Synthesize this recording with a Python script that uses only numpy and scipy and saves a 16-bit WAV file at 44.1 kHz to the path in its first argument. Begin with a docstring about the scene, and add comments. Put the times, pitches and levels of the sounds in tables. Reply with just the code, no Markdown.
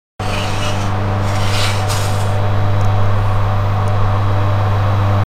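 """Glass dish into a running oven

An open electric oven, close up: its iron core hums strongly, a fan blows through the steel cavity,
loose sheet metal buzzes thinly and air from the door rocks the microphone. A glass dish scrapes
over the wire rack in three strokes and is let go; the rack ticks. The sound cuts in and out abruptly."""
import sys
import numpy as np
from scipy import signal
from scipy.fft import rfft, irfft, next_fast_len
from scipy.io import wavfile
from scipy.ndimage import uniform_filter1d, map_coordinates

SR = 44100
rng = np.random.default_rng(int(sys.argv[2]) if len(sys.argv) > 2 else 0)


def output_pcm(signal):
    """Save a mono or channel-first signal as 16-bit PCM at the path in sys.argv[1].

    Samples are clipped to [-1, 1] before scaling.
    """
    pcm = np.clip(np.atleast_2d(signal).T, -1, 1) * 32767
    wavfile.write(sys.argv[1], SR, np.round(pcm).astype(np.int16))


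N = 237376
T = np.arange(N) / SR
MAINS_HZ = 50.0

# core hum, partials 1 to 3: t/s, level/dB
HUM_FIRST = [(0.25, -22.5), (0.68, -21), (1.12, -17.5), (1.97, -18.5), (2.88, -14.5), (3.41, -16.5),
             (4.91, -14.5), (5.2, -13.5)]
HUM_SECOND = [(.25, -32), (.7, -31), (1.5, -29.5), (1.85, -38.5), (2.2, -33.5), (4.5, -34), (5.1, -31.5)]
HUM_THIRD = [(.25, -36.5), (1.1, -33), (2.3, -43), (2.65, -35), (3.15, -41), (3.95, -42.5), (4.45, -31),
             (4.73, -41.5), (5.05, -32.5)]
# shaft tones: multiple of shaft rate, level/dB, unsteady share, flutter rate/Hz
SHAFT_TONES = [(5, -41, 0, 5.1), (6, -39, 0.48, 2.9), (7, -40.5, 0.2, 4.8), (9, -51, 0, 2.1),
               (10, -46.5, 1, 6.6), (16, -47.5, 0.1, 4.2), (17, -43.5, 0.8, 5.3), (18, -42, 1, 6),
               (24, -32.5, 0.54, 9), (30, -33.5, 1, 16)]
# dip in the shaft tones: t/s, half length/s, gain/dB
SHAFT_DIP = [(3.5, 0.29, -2.5)]

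def motor(third_trim_db=-1, waver_db=1.5, drift_rad=0.079):
    """The iron core hums at twice the mains rate; the shaft, at half of it, adds fluttering tones."""
    shaft_phase = np.pi * MAINS_HZ * T
    core_phase = 4 * shaft_phase + drift_rad * wobble(0.74)
    partials_db = (curves(HUM_FIRST)[0],
                   curves(HUM_SECOND)[0] + waver_db * wobble(2.8),
                   curves(HUM_THIRD)[0] + third_trim_db)
    out = sum(amp(db) * np.sin(k * core_phase + 2 * np.pi * rng.random())
              for k, db in enumerate(partials_db, 1))
    dip_db = surges(SHAFT_DIP)
    for multiple, db, unsteady, flutter_hz in SHAFT_TONES:
        flutter = unit(wobble(flutter_hz) + 1j * wobble(flutter_hz))
        swing = np.sqrt(1 - unsteady ** 2) + unsteady * flutter
        tone = np.exp(1j * (multiple * shaft_phase + 2 * np.pi * rng.random()))
        out += amp(db + dip_db) * np.real(swing * tone)
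    return np.sqrt(2) * out


# push, shove, settle, finger brush: start/s, peak/s, end/s, level/dB, rise/(dB/s), fall/(dB/s)
DISH_STROKES = [(.17, .4, 0.95, -25.5, 31, 17.5), (1.19, 1.635, 1.91, -20, 38.5, 64),
                (1.86, 1.92, 2.42, -23.5, 49, 42.5), (3.11, 3.35, 3.44, -52.5, 23, 128)]
# friction spectra: f/Hz, relative level/dB
PUSH_SPECTRUM = [(700, -15), (1300, 1.5), (1650, -8), (2500, -2.5), (3300, -6), (4400, -9.5), (5200, -11),
                 (6500, -11.5), (7200, -16.5), (8800, -14), (10200, -25.5), (14000, -28), (15800, -38.5)]
SHOVE_SPECTRUM = [(710, -29), (1200, 0.5), (1320, -6.5), (1890, -5.5), (2290, -5.5), (4620, -11),
                  (5990, -12.5), (8920, -16), (10700, -27), (14000, -26), (15800, -38)]
SETTLE_SPECTRUM = [(700, -12.5), (1350, 5.5), (1750, -8), (2900, 0), (5000, -0.5), (6500, -2.5),
                   (9200, -2.5), (10200, -11.5), (13500, -13), (15800, -22)]
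BRUSH_SPECTRUM = [(1500, -23), (5000, -8.5), (9000, -2), (11000, -9.5), (15500, -9.5)]
# dish and rack modes: f/Hz, width/Hz, relative level/dB
PUSH_MODES = [(1310, 50, 5), (2555, 230, -6.5), (3020, 73, 6), (3870, 48, -25), (4470, 80, -2),
              (5200, 80, -2), (5660, 49, 6), (6100, 50, -6), (6400, 87, -11)]
SHOVE_MODES = [(1390, 31, 5.5), (2996, 35, 5.5), (3600, 120, -8), (3870, 150, -10.5), (4710, 38, 8.5),
               (5400, 60, 3.5), (6940, 40, -4)]
SETTLE_MODES = [(3920, 73, -12), (6200, 80, -6.5), (7200, 90, -11), (8820, 80, 0), (8740, 82, 1)]

def dish():
    """The dish slides in, is shoved further and settles with a brighter scuff; fingers brush off it."""
    push, shove, settle, brush = DISH_STROKES
    return (scrape(push, PUSH_SPECTRUM, PUSH_MODES, ring_db=-4)
            + scrape(shove, SHOVE_SPECTRUM, SHOVE_MODES, ring_db=-3)
            + scrape(settle, SETTLE_SPECTRUM, SETTLE_MODES, ring_db=-11)
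            + scrape(brush, BRUSH_SPECTRUM, [], ring_db=0))


def scrape(stroke, spectrum, modes, ring_db):
    """Dense tiny slips, heard directly and through the ringing dish and rack."""
    slips = rng.standard_normal(N) * (rng.random(N) < .3)
    rub = filtered(slips, lambda f: colour(spectrum)(f) * (1 + amp(ring_db) * resonances(modes)(f)))
    return pressure(*stroke) * unit(rub + wall_echo(rub))


# dish riding over a wire: t/s, half length/s, gain/dB
WIRE_JOLTS = [(.665, 0.055, 5.5), (.82, 0.017, 3.5), (1.29, .02, 5.5), (1.36, .01, 5), (1.91, .02, 4.5),
              (2.055, .025, 3.5), (2.213, 0.018, 5.5)]

def pressure(start_s, peak_s, end_s, peak_db, rise_db_per_s, fall_db_per_s,
             grip_s=0.059, release_s=0.089, grit_db=0.5):
    """Gain of one stroke: it grips, swells, eases off and lets go, jolting over the wires."""
    contact = np.clip(np.minimum((T - start_s) / grip_s, (end_s - T) / release_s), 0, 1)
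    below_peak_db = np.maximum(rise_db_per_s * (peak_s - T), fall_db_per_s * (T - peak_s))
    return contact * amp(peak_db - below_peak_db + surges(WIRE_JOLTS) + grit_db * wobble(70))


def wall_echo(x, t60_s=.08):
    """The steel walls return a short dense echo that shifts between two tails in a 1 s cycle."""
    t = np.arange(SR // 8) / SR
    echo = 0
    for phase in (0, np.pi / 2):
        tail = rng.standard_normal(len(t)) * amp(-60 * t / t60_s)
        feed = x * np.cos(2 * np.pi * T + phase)
        echo += signal.fftconvolve(feed, tail / np.linalg.norm(tail))[:N]
    return echo


# glass catching on a wire: t/s, half length/s, f/Hz, width/Hz, level/dB
WIRE_CATCHES = [(0.354, 0.038, 2470, 400, -28), (0.407, 0.038, 2850, 300, -27.5),
                (0.67, 0.064, 2900, 170, -28.5), (1.435, 0.054, 3060, 220, -34),
                (1.548, 0.022, 4980, 500, -26.5), (1.624, .04, 4600, 110, -31.5),
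                (1.616, 0.07, 3630, 1100, -25.5), (1.689, .04, 2314, 120, -27.5)]

def squeaks():
    """A wire rings briefly and roughly wherever the glass catches on it."""
    return sum(amp(db) * swell(at_s, half_s) * noise_band(hz, width_hz)
               for at_s, half_s, hz, width_hz, db in WIRE_CATCHES)


def rack_flex(level_db=-29):
    """The rack flexes with a dull rumble under the settling dish."""
    return amp(level_db) * swell(at_s=1.94, half_s=0.049) * noise_band(hz=135, width_hz=35)


# rack ticks: t/s, relative peak level/dB, strongest f/Hz
RACK_TICKS = [(2.8118, -20.5, 6700), (2.8473, -23.5, 6900), (3.033, -33, 8500), (3.057, -34, 6500),
              (3.879, -21, 8800)]
# rack wire modes: f/Hz, relative level/dB, t60/s
WIRE_MODES = [(5320, 1.5, .014), (5970, -5, 0.024), (6570, -1, 0.011), (7200, -5, .01), (8500, -7, .01),
              (9300, -1.5, 0.0079), (10460, -9.5, 0.0089)]

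def rack_ticks(gain_db=0.5, crack_gain=0.69, crack_t60_s=0.0059, attack_s=0.00027, focus_db_per_oct=11):
    """Each tick rings a wire, most strongly around a pitch set by the point of contact."""
    out = np.zeros(N + SR)
    t = np.arange(SR // 10) / SR
    for at_s, peak_db, strongest_hz in RACK_TICKS:
        ring = 0
        for hz, db, t60_s in WIRE_MODES:
            mode_db = db - focus_db_per_oct * abs(np.log2(hz / strongest_hz))
            ring += amp(mode_db - 60 * t / t60_s) * np.sin(2 * np.pi * (hz * t + rng.random()))
        crack = crack_gain * amp(-60 * t / crack_t60_s) * rng.standard_normal(len(t))
        tick = (ring + crack) * (1 - np.exp(-t / attack_s))
        out[round(at_s * SR):][:len(t)] += amp(peak_db + gain_db) * tick / np.abs(tick).max()
    return out[:N]


# fan airflow: t/s, rush level/dB, relative whistle level/dB
AIRFLOW = [(.2, -26, -41), (1.2, -25.5, -33), (2.3, -26, -38.5), (3, -26.5, -28.5), (3.8, -27, -26),
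           (4.5, -26, -27.5), (5.2, -25, -26)]
# rushing air: f/Hz, relative level/dB
RUSH_SPECTRUM = [(60, -7), (130, -6.5), (195, -0.5), (240, -7.5), (350, -8), (450, -3), (800, -2),
                 (1200, -2.5), (1500, -7.5), (2800, -18.5), (3900, -22), (6400, -31), (7300, -37),
                 (9200, -37.5), (10200, -46.5), (14000, -44.5), (15500, -53)]
# oven cavity modes: f/Hz, width/Hz, relative level/dB
CAVITY_MODES = [(514.6, 30, 2.5), (597, 43, -9.5), (717, 33, 1.5), (902.6, 25, 1), (1740, 46, -17.5),
                (2314, 45, -17.5), (2490, 16, -9), (3280, 78, -19)]

def fan(cavity_db=-5, whistle_db=-3, flicker_db=0.11):
    """Rushing air excites the cavity and half whistles at the vent."""
    flow_db, vent_db = curves(AIRFLOW)
    rush = amp(flow_db + flicker_db * wobble(16)) * noise(colour(RUSH_SPECTRUM))
    passband = colour([(250, -20), (480, 0), (3300, 0), (6000, -20)])
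    cavity = amp(flow_db + cavity_db) * noise(lambda f: resonances(CAVITY_MODES)(f) * passband(f))
    whistle = amp(vent_db + whistle_db) * noise_band(hz=1100, width_hz=230)
    return rush + cavity + whistle


# buzz strength: t/s, relative level/dB, top mode gain/dB
BUZZ_LEVELS = [(.2, -12, -3.5), (.9, -3, 3.5), (2.3, 4.5, -6), (2.9, 6, -9), (3.15, 0.5, 3),
               (3.7, 2.5, 5.5), (4.0, 3.5, -9.5), (4.5, 5.5, -3.5), (5.2, 5, 1.5)]
# sheet metal modes: f/Hz, width/Hz, relative level/dB
SHEET_MODES = [(3196, 55, 5.5), (3400, 80, 4.5), (3873, 41, 8.5), (11900, 105, -5.5), (12500, 170, -12.5),
               (14680, 70, -4)]

def buzz(level_db=-50, return_db=-11, attack_s=.006, jitter_s=1.3e-5):
    """Loose sheet metal chatters in every mains cycle, more weakly on the return swing."""
    def ring(hz, width_hz, t):
        return (1 - np.exp(-t / attack_s)) * np.exp(-np.pi * width_hz * t) * np.sin(2 * np.pi * hz * t)

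    strength_db, top_db = curves(BUZZ_LEVELS)
    period_s = 1 / MAINS_HZ
    age_s = (T + jitter_s * wobble(60)) % period_s
    return_age_s = (age_s + period_s / 2) % period_s
    rings = []
    for hz, width_hz, db in SHEET_MODES:
        chatter = ring(hz, width_hz, age_s) + amp(return_db) * ring(hz, width_hz, return_age_s)
        rings.append(amp(db) * unit(chatter))
    return amp(level_db + strength_db) * unit(sum(rings[:-1]) + amp(top_db) * rings[-1])


# gusts from the door: t/s, half length/s, gain/dB
DOOR_GUSTS = [(.7, .2, 2), (1.52, .15, 6), (3.0, 0.66, 8), (4.02, 0.077, 8.5), (4.35, 0.17, 3.5)]

def draught(level_db=-21):
    """Air from the open door rocks the microphone, deeper than the hum and harder in gusts."""
    sway = noise(colour([(4, -12), (11, 8), (17, -23), (26, -1.5), (35, -18.5), (55, -33.5),
                         (90, -59.5), (250, -130)]))
    local_power = np.abs(uniform_filter1d(sway ** 2, SR // 8))
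    even_sway = sway / np.sqrt(local_power + .05)
    return amp(level_db + surges(DOOR_GUSTS)) * even_sway


def amp(db):
    """Decibels to gain."""
    return 10 ** (np.asarray(db) / 20)


def unit(x):
    """Scaled to rms 1."""
    return x / np.sqrt(np.mean(np.abs(x) ** 2) + 1e-20)


def curves(rows):
    """One value per sample for each column after the time."""
    times_s, *columns = np.transpose(rows)
    return [np.interp(T, times_s, column) for column in columns]


def wobble(rate_hz):
    """Smooth random curve of rms 1, with knots at rate_hz."""
    return unit(map_coordinates(rng.standard_normal(400), [T * rate_hz], mode="wrap"))


def swell(at_s, half_s):
    """Bell curve of height 1."""
    return np.exp(-((T - at_s) / half_s) ** 2)


def surges(rows):
    """Summed bell curves, in dB."""
    return sum(db * swell(at_s, half_s) for at_s, half_s, db in rows)


def filtered(x, response):
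    """x through a complex frequency response."""
    size = next_fast_len(N + SR // 2)
    return irfft(rfft(x, size) * response(np.fft.rfftfreq(size, 1 / SR)), size)[:N]


def colour(points):
    """Response through (f/Hz, level/dB) points on a log axis."""
    hz, db = np.transpose(points)
    return lambda f: amp(np.interp(np.log(f + 1), np.log(hz + 1), db))


def resonances(modes):
    """Causal response of a set of modes."""
    return lambda f: sum(amp(db) * 1j * f * width_hz / (hz * hz - f * f + 1j * f * width_hz)
                         for hz, width_hz, db in modes)


def noise(response):
    """Filtered noise of rms 1."""
    return unit(filtered(rng.standard_normal(N), response))


def noise_band(hz, width_hz):
    """Noise passed twice through one resonance."""
    return noise(lambda f: resonances([(hz, width_hz, 0)])(f) ** 2)


def scene():
    """Oven, dish and rack at one microphone."""
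    oven = motor() + fan() + draught() + buzz()
    return (oven + dish() + squeaks() + rack_flex() + rack_ticks())[None]


def record(dry, on_s=.195, off_s=5.236, ramp_s=.002, cutoff_hz=15800):
    """Abrupt start and stop, then the band limit."""
    gate = np.clip(np.minimum(T - on_s, off_s - T) / ramp_s + .5, 0, 1)
    return filtered(dry[0] * gate, lambda f: f < cutoff_hz)[None]


dry = scene()
out = record(dry)
output_pcm(out)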